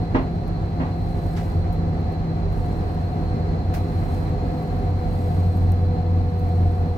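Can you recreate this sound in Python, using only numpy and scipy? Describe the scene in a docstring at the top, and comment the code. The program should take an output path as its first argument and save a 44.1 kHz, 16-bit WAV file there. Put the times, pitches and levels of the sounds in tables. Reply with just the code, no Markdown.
"""Tyres rumble under a bus on a town road, heard in stereo from a window seat as it slowly loses speed.
The drive shaft hums, the axle gears whine and the air vents whistle faintly. Two early bumps throw a
loose panel against its frame; fittings tick and clack, and cloth brushes close to the microphone.
Halfway the engine takes up load and booms in the cabin."""
import sys
import numpy as np
from scipy import signal
from scipy.fft import irfft, next_fast_len
from scipy.io import wavfile
from scipy.ndimage import uniform_filter1d

SR = 44100
rng = np.random.default_rng(int(sys.argv[2]) if len(sys.argv) > 2 else 0)


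def unload_wav(signal):
    """Save mono or channel-first audio to the path in sys.argv[1] as 16-bit WAV at rate SR, clipped to [-1, 1]."""
    wavfile.write(
        sys.argv[1],
        SR,
        np.round(np.clip(np.atleast_2d(signal).T, -1, 1) * 32767).astype(np.int16),
    )


N = 307377
TIME = np.arange(N) / SR
BIN_HZ = np.fft.rfftfreq(next_fast_len(N, True), 1 / SR)


def from_db(db):
    """Decibels to gain."""
    return 10 ** (np.asarray(db) / 20)


def unit_rms(x):
    """Scale to an rms of 1."""
    return x / np.sqrt(np.mean(x ** 2) + 1e-20)


def in_time(curve):
    """A curve's value at every sample."""
    return np.interp(TIME, *np.transpose(curve))


def in_hz(rows, hz):
    """Each column of a spectrum at the given frequencies."""
    points, *columns = np.transpose(rows)
    return [np.interp(np.log(hz + 1e-3), np.log(points), column) for column in columns]


def colour(spectrum):
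    """Gain per bin of a smooth spectrum."""
    return from_db(in_hz(spectrum, BIN_HZ)[0])


def drift(rate):
    """Random wavering of rms 1, changing about `rate` times a second."""
    hop, settle = 40, 2000
    pole = np.exp(-2 * np.pi * rate * hop / SR)
    white = rng.standard_normal(N // hop + settle + 2)
    slow = signal.lfilter([1], [1, -2 * pole, pole ** 2], white)[settle:]
    return np.interp(np.arange(N) / hop, np.arange(len(slow)), unit_rms(slow))


def burst(start, rise, t60):
    """Envelope that builds up over `rise` seconds and then dies away."""
    age = TIME - start
    return np.clip(age / rise, 0, 1) * from_db(-60 * np.clip((age - rise) / t60, 0, 3))


def noise(gain, alike, pan_db=0, lead=0):
    """Stereo noise of rms 1 with a gain per bin; the left side leads by `lead` radians."""
    shape = (2, len(BIN_HZ))
    mid, side = rng.standard_normal(shape) + 1j * rng.standard_normal(shape)
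    sides = np.array([[1], [-1]])
    pair = np.sqrt(1 + alike) * mid + sides * np.sqrt(1 - alike) * side
    placement = from_db(sides * pan_db / 2) * np.exp(.5j * sides * lead)
    return unit_rms(irfft(pair * gain * placement)[:, :N])


# The cabin's stereo image at the seat. Each row: frequency in Hz, left-right likeness from 0 to 1,
# left minus right in dB, left lead in radians.
SEAT_IMAGE = [(35, 1, -6, 0.78), (75, 0.99, 0, 0.085), (152, 0.99, 0.5, 0.33), (314, 1, -2, 0.65),
              (534, 0.27, -0.5, 0.29), (714, 0.84, 3, 1.1), (862, 0.033, -2, 0.51), (1037, 0.19, 1, 2.87),
              (1420, 0.38, 0.5, 3.4), (1960, .05, -3.5, 3.92), (4200, 0.034, -2, 3.35),
              (5500, 0.042, 1.5, 3.6)]


def cabin_noise(gain, ripple_db=1.54):
    """Noise filling the cabin: alike in the bass, diffuse in the treble, rippled by standing waves."""
    ripple = unit_rms(uniform_filter1d(rng.standard_normal(len(BIN_HZ)), size=200))
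    ripple *= np.clip(BIN_HZ / 900, 0, 1) ** 2
    return noise(gain * from_db(ripple_db * ripple), *in_hz(SEAT_IMAGE, BIN_HZ))


def cabin_tone(cycles, hz):
    """A sine near `hz`, placed between left and right by the cabin's standing waves."""
    _, pan_db, lead = in_hz(SEAT_IMAGE, hz)
    sides = np.array([[.5], [-.5]])
    return from_db(sides * pan_db) * np.sin(2 * np.pi * (cycles + rng.random()) + sides * lead)


def resonances(modes):
    """Noise ringing in narrow resonances with steep skirts."""
    peaks = [from_db(db) * unit_rms(1 / (1 + ((BIN_HZ - hz) / (.78 * width)) ** 2))
             for hz, width, db in modes]
    power = np.sum(np.square(peaks), axis=0)
    return np.sqrt(power.mean()) * cabin_noise(np.sqrt(power))


def orders(base_hz, table, flutter_db, wander_cycles):
    """Tones of a turning part, each wavering in level and phase."""
    cycles = np.cumsum(base_hz) / SR
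    hum = 0
    for multiple, db in table:
        gain = np.sqrt(2) * from_db(db + flutter_db * drift(4.6))
        phase = multiple * cycles + wander_cycles * drift(11)
        hum += gain * cabin_tone(phase, multiple * base_hz.mean())
    return hum


# Tyres and body, from inside. Each row: frequency in Hz, relative density in dB.
ROAD_SPECTRUM = [(15, -26), (28, -17.5), (40, 3.5), (60, -3), (140, -4), (195, -9.5), (260, -9), (400, -17),
                 (600, -20.5), (880, -22.5), (1250, -30), (2100, -36.5), (3200, -46), (5600, -50.5),
                 (7000, -57), (15800, -86)]
# Cabin and tyre resonances. Each row: frequency in Hz, width in Hz, relative level in dB.
CABIN_MODES = [(47.3, 7, -34.5), (82, 30, -35.5), (162.9, 6, -42), (401.5, 16.6, -43), (491.4, 15.3, -44),
               (722, 35, -39)]
# The steady rush of tyres and air. Each row: time in seconds, gain in dB.
RUSH_LEVEL = [(0, -0.33), (2.5, 0), (4.1, 1.04), (5.1, 0.36), (6, -1.2), (6.97, -1.1)]


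def road(rumble_db=-26.5, modes_db=-.4, lump_db=.59):
    """The uneven surface shakes the body and its resonances, all around the microphone."""
    rumble = from_db(rumble_db) * cabin_noise(colour(ROAD_SPECTRUM))
    ringing = from_db(modes_db) * resonances(CABIN_MODES)
    return (rumble + ringing) * from_db(in_time(RUSH_LEVEL) + lump_db * drift(10.5))


# The engine's pace. Each row: time in seconds, firing rate in Hz.
FIRING_RATE = [(0, 46.5), (1.1, 46), (1.5, 44.4), (2.4, 44.1), (3.6, 44.6), (4.6, 45.4), (5.3, 45.3),
               (6, 45), (6.97, 44.4)]
# Its load, heard at the seat as boom. Each row: time in seconds, gain in dB.
ENGINE_LOAD = [(0, -36.5), (1.1, -32), (1.55, -23), (2.6, -30.5), (3.6, -26), (4.6, -27), (5.2, -22),
               (5.7, -17.5), (6.25, -22), (6.6, -18.5), (6.97, -27)]
# Its tones. Each row: multiple of the firing rate, relative level in dB.
ENGINE_TONES = [(1, -23.5), (1.75, -26), (2, -0.5), (3, -18.5), (3.75, -13.5), (4, -20), (5, -24),
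                (7.5, -30.5)]


def engine():
    """The firing booms through the cabin, louder under load."""
    firing = orders(in_time(FIRING_RATE), ENGINE_TONES, flutter_db=1.8, wander_cycles=.0077)
    return from_db(in_time(ENGINE_LOAD)) * firing


# The shaft's hum. Each row: multiple of its turning rate, relative level in dB.
SHAFT_TONES = [(2, -6), (3, -3), (4, -13), (5, 0), (10, -18), (10.2, -14)]


def drive_shaft(mesh_hz, meshes_per_turn=7.855, critical_hz=260, width_hz=9.5, gain_db=-30.5):
    """The shaft hums loudest at one road speed, given as gear mesh rate, and fades to either side."""
    near_critical = np.exp(-.5 * ((mesh_hz - critical_hz) / width_hz) ** 2)
    hum = orders(mesh_hz / meshes_per_turn, SHAFT_TONES, flutter_db=.1, wander_cycles=.0043)
    return from_db(gain_db) * near_critical * hum


# The axle's whine. Each row: multiple of the mesh rate, relative level in dB.
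GEAR_TONES = [(1, -5), (2, 0), (3, -2.5)]
# Its strength at the seat. Each row: time in seconds, gain in dB.
WHINE_LEVEL = [(0, -51.5), (1.7, -44.5), (2.6, -53), (3.7, -46), (4.3, -41.5), (5.2, -40), (5.55, -45.5),
               (5.9, -38), (6.97, -39.5)]


def axle_gears(mesh_hz):
    """Meshing teeth whine at a pitch that follows the road speed."""
    whine = orders(mesh_hz, GEAR_TONES, flutter_db=1.1, wander_cycles=.012)
    return from_db(in_time(WHINE_LEVEL)) * whine


# Whistles, faint at the seat. Each row: frequency in Hz, width in Hz, relative level in dB.
VENT_WHISTLES = [(3478, 22, -76), (3700, 30, -76), (4012, 60, -66), (4095, 28, -65), (4225, 38, -64),
                 (4431, 32, -71.5), (4645, 38, -75)]


def air_vents(gain_db=3.5):
    """Air whistles through the vents, rising and falling with the rush of the tyres."""
    return from_db(gain_db + in_time(RUSH_LEVEL)) * resonances(VENT_WHISTLES)


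# Bumps in the road. Each row: start in seconds, first blow in relative dB, loss per bounce in dB.
ROAD_BUMPS = [(.145, -10.5, 5.5), (0.797, -20.5, 2.7)]


def bounces(count=4, first_gap_s=.0115, gap_growth=1.65):
    """Each bump gives the panel ever weaker, ever wider spaced blows, as pairs of seconds and dB."""
    delays = np.cumsum([0, *(first_gap_s * gap_growth ** np.arange(count - 1))])
    return [(start + delay, db - k * loss_db)
            for start, db, loss_db in ROAD_BUMPS for k, delay in enumerate(delays)]


# The panel's ring. Each row: frequency in Hz, relative level in dB, t60 in seconds.
PANEL_MODES = [(262, 2, .25), (393, -9, .14), (506, -9, .15), (624, -9, .16), (990, -13, .18),
               (1089, -13, .18), (1690, -22, .12), (1925, -17, .16), (2182, -21, .18), (2750, -23, .18)]
# Its clatter across the cabin. Each row: frequency in Hz, relative density in dB.
CLATTER_SPECTRUM = [(100, -12), (260, 2.5), (550, -9.5), (1050, -8), (1400, -18.5), (2000, -20.5),
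                    (3000, -31), (4500, -41.5), (8000, -60), (15800, -73)]


def loose_panel(blows, modes_db=-5, clatter_db=-6):
    """The panel strikes its frame; each blow feeds energy to its modes and to a diffuse clatter."""
    clatter_power = sum((from_db(db) * burst(start, rise=.0063, t60=.23)) ** 2 for start, db in blows)
    clatter = from_db(clatter_db) * np.sqrt(clatter_power) * cabin_noise(colour(CLATTER_SPECTRUM))
    energy = np.zeros(N)
    for start, db in blows:
        energy[int(start * SR)] = from_db(db) ** 2
    energy = signal.lfilter(np.hanning(128) / 64, [1], energy)  # a soft contact of 3 ms
    ringing = 0
    for hz, db, t60 in PANEL_MODES:
        retained = from_db(-60 / (t60 * SR)) ** 2
        stored = signal.lfilter([1], [1, -retained], energy + 1e-18)
        ringing += from_db(db + modes_db) * np.sqrt(stored) * cabin_tone(hz * TIME, hz)
    return ringing + clatter


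# Tiny ticks, just left of centre. Each row: start in seconds, level in dB, t60 in seconds.
TICK_EVENTS = [(.4778, -52, .02), (1.7245, -52, 0.098), (2.12, -60, .08), (2.522, -56, .08),
               (4.626, -55, .04), (5.566, -54, .11), (5.719, -41, .014), (6.39, -56, .07),
               (6.486, -56, .05)]
# Their bright colour. Each row: frequency in Hz, relative density in dB.
TICK_SPECTRUM = [(3000, -32.5), (6000, -13.5), (9500, -13), (12000, -4), (15800, -10.5)]


def fitting_ticks(faint_per_s=.8, faint_db=-62, faint_t60=.05):
    """Small fittings tick, with fainter ticks scattered at random."""
    faint_starts = TIME[rng.random(N) < faint_per_s / SR]
    ticks = [*TICK_EVENTS, *((start, faint_db, faint_t60) for start in faint_starts)]
    envelope = sum(from_db(db) * burst(start, .001, t60) for start, db, t60 in ticks)
    return envelope * noise(colour(TICK_SPECTRUM), alike=.74, pan_db=1.5)


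# Cloth close to the microphone. Each row: peak time in seconds, relative level in dB,
# rise and fall in seconds.
CLOTH_STROKES = [(1.42, -63.5, .68, .26), (2.58, -67.5, .1, 1.15), (4.15, -63.5, 0.63, 0.27),
                 (4.62, -68, 0.43, 0.72), (5.22, -63.5, 0.31, 0.85), (6.55, -69.5, 0.5, 0.76)]
# Its hiss. Each row: frequency in Hz, relative density in dB.
CLOTH_SPECTRUM = [(1000, -14), (2600, 6), (5000, 4), (6800, -0.5), (8100, 4), (9800, -1.5), (11800, 2.5),
                  (15800, -4.5)]


def cloth(gain_db=5.5, grain_db=1.2, rest_db=-74.5):
    """Fibres brush past in soft, grainy swells, with a faint hiss between strokes."""
    swells = [from_db(db) * np.interp(TIME, [peak - rise, peak, peak + fall], [0, 1, 0])
              for peak, db, rise, fall in CLOTH_STROKES]
    rubbing = np.sqrt(from_db(rest_db) ** 2 + np.sum(np.square(swells), axis=0))
    grain = from_db(gain_db + grain_db * drift(90))
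    return rubbing * grain * noise(colour(CLOTH_SPECTRUM), alike=.99, pan_db=1.5)


# Fittings near and far. Each row: start in seconds, level in dB, rise and t60 in seconds,
# treble corner in Hz.
CLACK_EVENTS = [(1.357, -38.5, 0.011, 0.33, 8000), (1.635, -42, 0.0088, .2, 2200),
                (3.736, -36.5, .005, 0.24, 16000), (4.005, -44, 0.015, 0.43, 2400),
                (4.025, -37, .002, 0.048, 2400), (4.135, -51, 0.01, 0.23, 16000)]
# Their ring. Each row: frequency in Hz, relative density in dB.
PLASTIC_SPECTRUM = [(500, -0.5), (1400, 0.5), (2250, 0.5), (3300, -8.5), (5000, -7.5), (8000, -13.5),
                    (12000, -11.5), (15800, -9)]


def fitting_clacks(grit_db=1):
    """Plastic parts clack in short rough bursts, duller the farther they are from the microphone."""
    clacks = 0
    for start, db, rise, t60, corner_hz in CLACK_EVENTS:
        dulled = colour(PLASTIC_SPECTRUM) / (1 + (BIN_HZ / corner_hz) ** 4)
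        clacks += from_db(db) * burst(start, rise, t60) * noise(dulled, alike=.21)
    return clacks * from_db(grit_db * drift(150))


def scene():
    """Everything that reaches the microphone at a window seat."""
    # Road speed as axle gear mesh rate: a steady slowing, a little stronger at first.
    mesh_hz = 262.8 - 2.75 * TIME + 2.7 * np.exp(-TIME / .9)
    running = road() + engine() + drive_shaft(mesh_hz) + axle_gears(mesh_hz) + air_vents()
    return running + loose_panel(bounces()) + fitting_ticks() + cloth() + fitting_clacks()


def record(dry):
    """The recorder cuts the top steeply."""
    cutoff_hz = 15800
    return signal.sosfilt(signal.ellip(12, .1, 90, cutoff_hz, fs=SR, output="sos"), dry)


dry = scene()
out = record(dry)
unload_wav(out)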